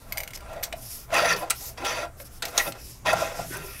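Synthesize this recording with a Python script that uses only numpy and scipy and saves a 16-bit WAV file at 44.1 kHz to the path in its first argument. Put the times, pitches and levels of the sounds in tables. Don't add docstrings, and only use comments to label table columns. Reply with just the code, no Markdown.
import sys
import numpy as np
from scipy import signal
from scipy.fft import rfft, irfft
from scipy.io import wavfile

SR = 44100
rng = np.random.default_rng(int(sys.argv[2]) if len(sys.argv) > 2 else 0)


def to_wav(sig):
    pcm = np.clip(np.atleast_2d(sig), -1, 1) * 32767
    pcm = np.round(pcm).astype(np.int16)
    wavfile.write(sys.argv[1], SR, pcm.T)


def voltage_ratio(decibels):
    exponent = np.asarray(decibels, float) / 20
    return 10 ** exponent


N = 167580


def rms_one(x):
    return x / np.sqrt(np.mean(x ** 2) + 1e-20)


def drift(rate_hz):
    r = np.exp(-40 * np.pi * rate_hz / SR)
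    noise = rng.standard_normal(N // 20 + 2002)
    slow = signal.lfilter([1], [1, -2 * r, r * r], noise)[2000:]
    return np.interp(np.arange(N) / 20, np.arange(len(slow)), rms_one(slow))


def peak(x, hz, width_hz):
    r = np.exp(-np.pi * width_hz / SR)
    top = [(1 - r * r) / 2, 0, (r * r - 1) / 2]
    return signal.lfilter(top, [1, -2 * r * np.cos(2 * np.pi * hz / SR), r * r], x + 1e-18)


def bands(source, spectrum, patchy_db, rate_hz):
    edges = 18 * 2 ** np.arange(0, 10.1, 1 / 3)
    centres = np.sqrt(edges[1:] * edges[:-1])
    table_hz, table_db = np.transpose(spectrum)
    gains_db = np.interp(np.log(centres), np.log(table_hz), table_db, left=-70)
    used = gains_db > -70
    out = []
    for k in np.nonzero(used)[0]:
        band_filter = signal.butter(2, [edges[k], edges[k + 1]], "band", fs=SR, output="sos")
        flicker = voltage_ratio(gains_db[k] + patchy_db * drift(rate_hz))
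        out.append(flicker * signal.sosfilt(band_filter, source[k % 2]))
    out = np.array(out)
    return centres[used], out / np.sqrt(np.mean(out.sum(axis=0) ** 2))


def lean(hz):
    return np.clip(np.log2(hz / 1000) / 1.28, -.6, 1.2)


def background():
    # pitch_hz, level_db (per Hz)
    room_colour = [(12, -29), (20, 11), (65, -3), (759, -18.5), (1330, -20.5), (1480, -22.5), (4420, -34),
                   (6910, -29), (12500, -28.5), (16400, -39)]
    # pitch_hz, level_db (rms)
    hum_tones = [(61, -50.5), (119, -53.5)]
    hum = np.zeros(N)
    for hz, db in hum_tones:
        hum += voltage_ratio(db) * rms_one(peak(rng.standard_normal(N), hz, 7.2))
    _, rumble = bands(rng.standard_normal((2, N)), room_colour, patchy_db=2.5, rate_hz=3.6)
    return hum + voltage_ratio(-47) * rumble.sum(axis=0)


def slides():
    # start_s, length_s, peak_level_db, peak_place (0-1), upper_over_lower_band_db
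    strokes = [(-.1, 0.42, -59, 0.65, 1), (0.338, 0.029, -40.5, 0.73, -3), (0.744, 0.33, -42, 0.55, 0.5),
               (1.358, .1, -46, 0.2, 5), (1.517, 0.23, -39.5, 0.47, -0.5), (2.161, 0.08, -48, 0.7, 1.5),
               (2.24, 0.05, -48.5, 0.46, 3), (2.29, 0.11, -51.5, 0.6, 0.5), (2.464, 0.093, -47.5, .3, 3),
               (2.529, 0.2, -37.5, 0.59, 6), (2.741, 0.27, -46.5, 0.41, -1.5),
               (3.137, 0.21, -42, 0.3, -8.5), (3.313, 0.17, -44, 0.52, -6.5), (3.438, 0.14, -41, 0.6, -0.5),
               (3.546, 0.38, -46, 0.32, 2.5)]
    # pitch_hz, level_db (per Hz)
    skin_colour = [(2000, -8), (4000, -6), (5350, -1.5), (6400, -1.5), (7400, -0.5), (8600, -5.5),
                   (11500, 2.5), (16400, -9)]
    # pitch_hz, width_hz, level_db
    grip = [(5300, 1030, -8.5), (11500, 1360, -6.5)]
    split_hz = 8500
    t = np.arange(N) / SR
    speed = np.zeros((2, N))
    for s, length, db, place, upper_db in strokes:
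        top_s = s + length * np.clip(place, .1, .9)
        u = np.interp(t, [s, top_s, s + length], [0, .5, 1])
        levels = voltage_ratio([[db - upper_db / 2], [db + upper_db / 2]])
        speed += levels * np.abs(np.sin(np.pi * u)) * (u < 1)
    band_hz, hiss = bands(rng.standard_normal((2, N)), skin_colour, patchy_db=2.2, rate_hz=7)
    halves = [hiss[band_hz < split_hz].sum(axis=0), hiss[band_hz >= split_hz].sum(axis=0)]
    out = np.zeros(N)
    for half, gain, (hz, width, db) in zip(halves, speed, grip):
        rung = peak(peak(rng.standard_normal(N), hz, width), hz, width)
        hollow = rms_one(rung) * voltage_ratio(db + 2.0 * drift(6.5))
        out += gain * (half + hollow)
    return out * voltage_ratio(1.4 * drift(19))


def pulls():
    # time_s, drag_level_db, edge_brightness_db
    nudge = [
        (0, -62, 0),
        (.19, -44.5, -9.5),
        (.3, -57.5, -2),
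        (.57, -44, -3.5),
        (.7, -52, -12.5),
        (1.05, -65.5, 7),
    ]
    pull_1 = [
        (1.069, -61.5, -6),
        (1.102, -45.5, -15),
        (1.139, -24.5, 2),
        (1.25, -24.5, 3),
        (1.328, -29, 9),
        (1.36, -37.5, 3.5),
        (1.431, -33.5, -5),
        (1.49, -48.5, -19),
        (1.53, -39, 0),
    ]
    pull_2 = [
        (1.599, -49, 2),
        (1.76, -57.5, -10),
        (1.779, -40.5, 2.5),
        (1.84, -37.5, -7),
        (1.852, -30, 6.5),
        (1.91, -30, 4),
        (1.96, -32.5, 3),
        (2.04, -33, 0),
        (2.1, -58.5, -8),
    ]
    pull_3 = [
        (2.423, -34.5, -1.6),
        (2.518, -43.5, -3.5),
        (2.565, -34.5, -1.5),
        (2.582, -25.5, 0),
        (2.635, -45, -0.3),
        (2.675, -29, 0.5),
        (2.71, -55, -1),
        (2.76, -44.5, -4),
        (2.83, -57, 1),
    ]
    pull_4 = [
        (3.045, -48, -9),
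        (3.061, -26.5, 2),
        (3.105, -25, 2),
        (3.125, -29, -0.5),
        (3.2, -31, -0.5),
        (3.228, -30, -2),
        (3.332, -40.5, -3),
        (3.405, -36, -6),
        (3.482, -59, 4),
    ]
    settle = [
        (3.498, -59, 12),
        (3.54, -39.5, 3.4),
        (3.62, -46, 3.9),
        (3.8, -53.5, 10),
    ]
    # pitch_hz, width_hz, level_db
    panel = [(331, 28, -12.5), (490, 25, -9), (602, 37.5, 0.5), (662.6, 51, 4.5), (800.4, 17, -4.5),
             (995.5, 64, 1.5), (1368, 39, -2), (1565, 34, -8), (1881, 134, -3), (2220, 49, -35),
             (2516, 150, -2.5)]
    # pitch_hz, width_hz, level_db
    edge = [(3290, 380, -19.5), (4600, 370, -7.5), (5480, 350, -12), (6010, 250, -9.5), (6930, 600, -16.5),
            (9000, 440, -21), (10130, 930, -12.5), (12000, 1500, -17), (14500, 2500, -32)]
    # pitch_hz, level_db (per Hz)
    scrape_colour = [(250, -28), (500, 7), (2200, 6), (3000, 0), (4000, -7.5), (6000, -40), (8300, -20),
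                     (16000, -93)]
    slips_per_s, slip_spread_db, judder_db, ring_wander_db, scrape_db = 5500, 3.2, 1.5, 3.0, -7

    t = np.arange(N) / SR
    drag_db = np.full(N, -120.)
    edge_db = np.zeros(N)
    for stroke in (nudge, pull_1, pull_2, pull_3, pull_4, settle):
        s, db, bright = np.transpose(stroke)
        on = (t >= s[0]) & (t <= s[-1])
        drag_db[on] = np.interp(t[on], s, db)
        edge_db[on] = np.interp(t[on], s, bright)

    sizes = voltage_ratio(slip_spread_db * np.minimum(rng.exponential(1, (2, N)), 3))
    sizes = sizes * rng.choice([-1, 1], (2, N))
    slips = rms_one(sizes * (rng.random((2, N)) < slips_per_s / SR))
    force = slips * voltage_ratio(drag_db + judder_db * drift(55))

    unit = np.sqrt(sum(voltage_ratio(2 * db) for _, _, db in panel))
    out = np.zeros(N)
    for k, (hz, width, db) in enumerate(panel + edge):
        drive = force[k % 2] * voltage_ratio(ring_wander_db * drift(18.8) + edge_db * lean(hz))
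        if k >= len(panel):
            drive = peak(drive, hz, 2 * width)
        evened = np.sqrt(SR / (np.pi * width))
        out += (-1) ** k * voltage_ratio(db) / unit * peak(drive, hz, width) * evened

    hz, broad = bands(force, scrape_colour, patchy_db=3, rate_hz=15)
    scrape = (broad * voltage_ratio(lean(hz)[:, None] * edge_db)).sum(axis=0)
    return out + voltage_ratio(scrape_db) * np.sqrt(np.mean(force ** 2)) * scrape


def locknut():
    # time_s, peak_level_db, favoured_pitch_hz (set by the contact point), favour_db
    touches = [(0.1231, -17, 11950, 15), (0.125, -25, 13600, 12), (0.173, -14, 9057, 17.5),
               (0.18, -15, 11950, 10), (0.2034, -18, 13600, 13), (0.2043, -24, 11950, 15),
               (.234, -20.5, 11950, 13), (0.2764, -21.5, 11950, 4), (0.3061, -27, 11950, 3),
               (0.3344, -23.5, 11950, 8), (.374, -27.5, 11950, 12), (0.4064, -33, 13600, 8),
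               (0.6279, -20.5, 11950, 13.5), (0.632, -15, 11950, 12), (2.4525, -20, 11950, 13.5)]
    # pitch_hz, level_db, fade_s (by 60 dB)
    nut = [(2200, -5, 0.012), (2870, -14, 0.0087), (4750, -13.5, 0.021), (6070, -16.5, 0.031),
           (7150, -21, 0.014), (9057, -36, 0.25), (11950, -18, 0.041), (13600, -37, 0.22)]
    ring_db, tick_db, tick_fade_s, tick_cut_hz = -3, -11, 0.045, 7500
    hits = np.zeros((len(touches), N + 2000))
    chance_db = rng.normal(0, 2, (len(touches), len(nut)))
    noise = rng.standard_normal((len(touches), 2000))
    t = np.arange(2000) / SR
    out = np.zeros(N + 2000)
    dull = np.exp(-2 * np.pi * tick_cut_hz / SR)
    for row, (s, db, *_), w in zip(hits, touches, noise):
        i = int(s * SR)
        scuff = .08 * w * np.exp(-t / .002)
        row[i:i + 2000] = voltage_ratio(db + ring_db) * (scuff + (t == 0))
        tick = signal.lfilter([1 - dull], [1, -dull], w[::-1])
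        out[i:i + 2000] += voltage_ratio(db + tick_db - 60 * t / tick_fade_s) * tick
    favoured_hz, favour_db = np.transpose(touches)[2:]
    for k, (hz, level_db, fade_s) in enumerate(nut):
        favoured = abs(np.log(favoured_hz / hz)) < .1
        clicks = voltage_ratio(level_db + chance_db[:, k] + favour_db * favoured) @ hits + 1e-18
        r = voltage_ratio(-60 / (fade_s * SR))
        turn = 2 * np.pi * hz / SR
        out += signal.lfilter([0, np.sin(turn)], [1, -2 * r * np.cos(turn), r * r], clicks)
    return signal.sosfilt(signal.butter(4, 1500, "high", fs=SR, output="sos"), out[:N])


def grabs():
    # middle_s, length_s, level_db (rms), pitch_hz
    grips = [(.2, 0.1, -46, 655), (.52, 0.05, -42, 640), (.575, 0.04, -39.5, 637), (.61, 0.03, -42, 653),
             (2.69, 0.08, -46.5, 157), (1.89, 0.037, -37.5, 5870), (1.3, 0.3, -48.5, 166),
             (1.99, 0.06, -37, 632), (3.54, 0.035, -50, 8300), (0.737, 0.025, -34, 653),
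             (1.137, 0.0211, -25, 667), (1.293, 0.035, -32.5, 5860), (1.337, 0.012, -31, 4600),
             (1.345, 0.07, -36.5, 450), (1.435, 0.035, -33, 730), (1.512, 0.02, -31, 1350),
             (1.175, 0.03, -31.5, 2570), (1.246, 0.057, -23.5, 643), (1.318, .035, -24.5, 1860),
             (1.83, 0.077, -43.5, 320), (2.602, 0.041, -27, 1900), (2.682, 0.029, -33.5, 618),
             (3.093, 0.042, -26.5, 1835), (3.065, 0.025, -30.5, 997), (3.136, 0.018, -25.5, 1410),
             (3.512, 0.012, -37.5, 330), (3.72, 0.15, -56, 2400), (2.21, 0.037, -47, 550),
             (3.136, .015, -18, 652), (3.225, 0.031, -26.5, 614), (3.396, 0.02, -30.5, 670),
             (3.159, 0.32, -44, 110), (3.5, 0.39, -46.5, 120), (3.596, 0.28, -49, 388),
             (3.542, 0.091, -43, 1525), (3.09, 0.065, -35, 3410), (1.19, .05, -27.5, 1305)]
    out = np.zeros(N)
    for (s, length, db, hz), w in zip(grips, rng.standard_normal((len(grips), SR // 2))):
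        size = int(np.clip(length, .005, .4) * SR)
        width = max(0.066 * hz, 70)
        rung = peak(peak(w, hz, 3 * width), hz, width)[-size:]
        i = int(s * SR) - size // 2
        out[i:i + size] += voltage_ratio(db) * rms_one(rung * np.sqrt(np.hanning(size)))
    return out


def knocks():
    # time_s, peak_level_db, fade_s (by 60 dB), centre_hz
    hits = [(.636, -23, 0.068, 6000), (.53, -45, 0.056, 9000), (0.7254, -24.5, 0.033, 2440),
            (1.1047, -36.5, 0.03, 2200), (1.1425, -23.5, 0.021, 8000), (1.3615, -31, 0.073, 4500),
            (1.499, -20.5, 0.04, 7000), (1.504, -10, 0.03, 9000), (1.507, -16.5, 0.038, 2530),
            (1.775, -40.5, 0.05, 2400), (1.8467, -27.5, 0.1, 3400), (2.2, -35.5, 0.033, 2029),
            (2.4222, -19.5, 0.049, 3400), (2.4529, -25, 0.042, 5950), (2.482, -36, 0.055, 5200),
            (2.577, -9, 0.045, 4440), (2.596, -23, 0.064, 2940), (2.7212, -27, 0.027, 3260),
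            (2.751, -37.5, 0.055, 1100), (3.13, -23, 0.027, 9000), (3.569, -32.5, 0.043, 11000)]
    below_db, above_db, rise_s = 5, 9, 0.0013
    size = 8192
    out = np.zeros(N + size)
    t = np.arange(size) / SR
    hz = np.maximum(np.arange(size // 2 + 1) * SR / size, 20)
    white = rng.standard_normal((len(hits), size))
    lumps_db = rng.normal(0, 3, (len(hits), 40))
    for (s, db, fade_s, centre_hz), w, lump in zip(hits, white, lumps_db):
        octaves = np.log2(hz / centre_hz)
        slope_db = np.minimum(below_db * octaves, -above_db * octaves)
        colour = voltage_ratio(slope_db + np.interp(hz, np.linspace(0, SR / 2, len(lump)), lump))
        crunch = rms_one(irfft(rfft(w) * colour))
        i = int(s * SR)
        out[i:i + size] += crunch * voltage_ratio(db - 60 * t / fade_s) * np.minimum(1, t / rise_s)
    return out[:N]


def room(x):
    t = np.arange(int(.3 * SR)) / SR
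    tail = rng.standard_normal(len(t)) * voltage_ratio(-60 * t / 0.14) * (t > .004)
    tail = signal.lfilter([.4], [1, -.6], tail)
    return signal.fftconvolve(x, tail / np.sqrt(np.sum(tail ** 2)))[:N]


def scene():
    near = slides() + pulls() + locknut() + grabs() + knocks()
    return (near + voltage_ratio(-13.5) * room(near) + background())[None]


def band_limit(x):
    return signal.sosfilt(signal.butter(12, 16980, fs=SR, output="sos"), x)


def record(dry):
    overload = .7
    soft = overload * np.tanh(dry / overload)
    top_cut = signal.ellip(10, .5, 55, 15750, fs=SR, output="sos")
    return band_limit(signal.sosfilt(top_cut, soft))


dry = scene()
out = record(dry)
to_wav(out)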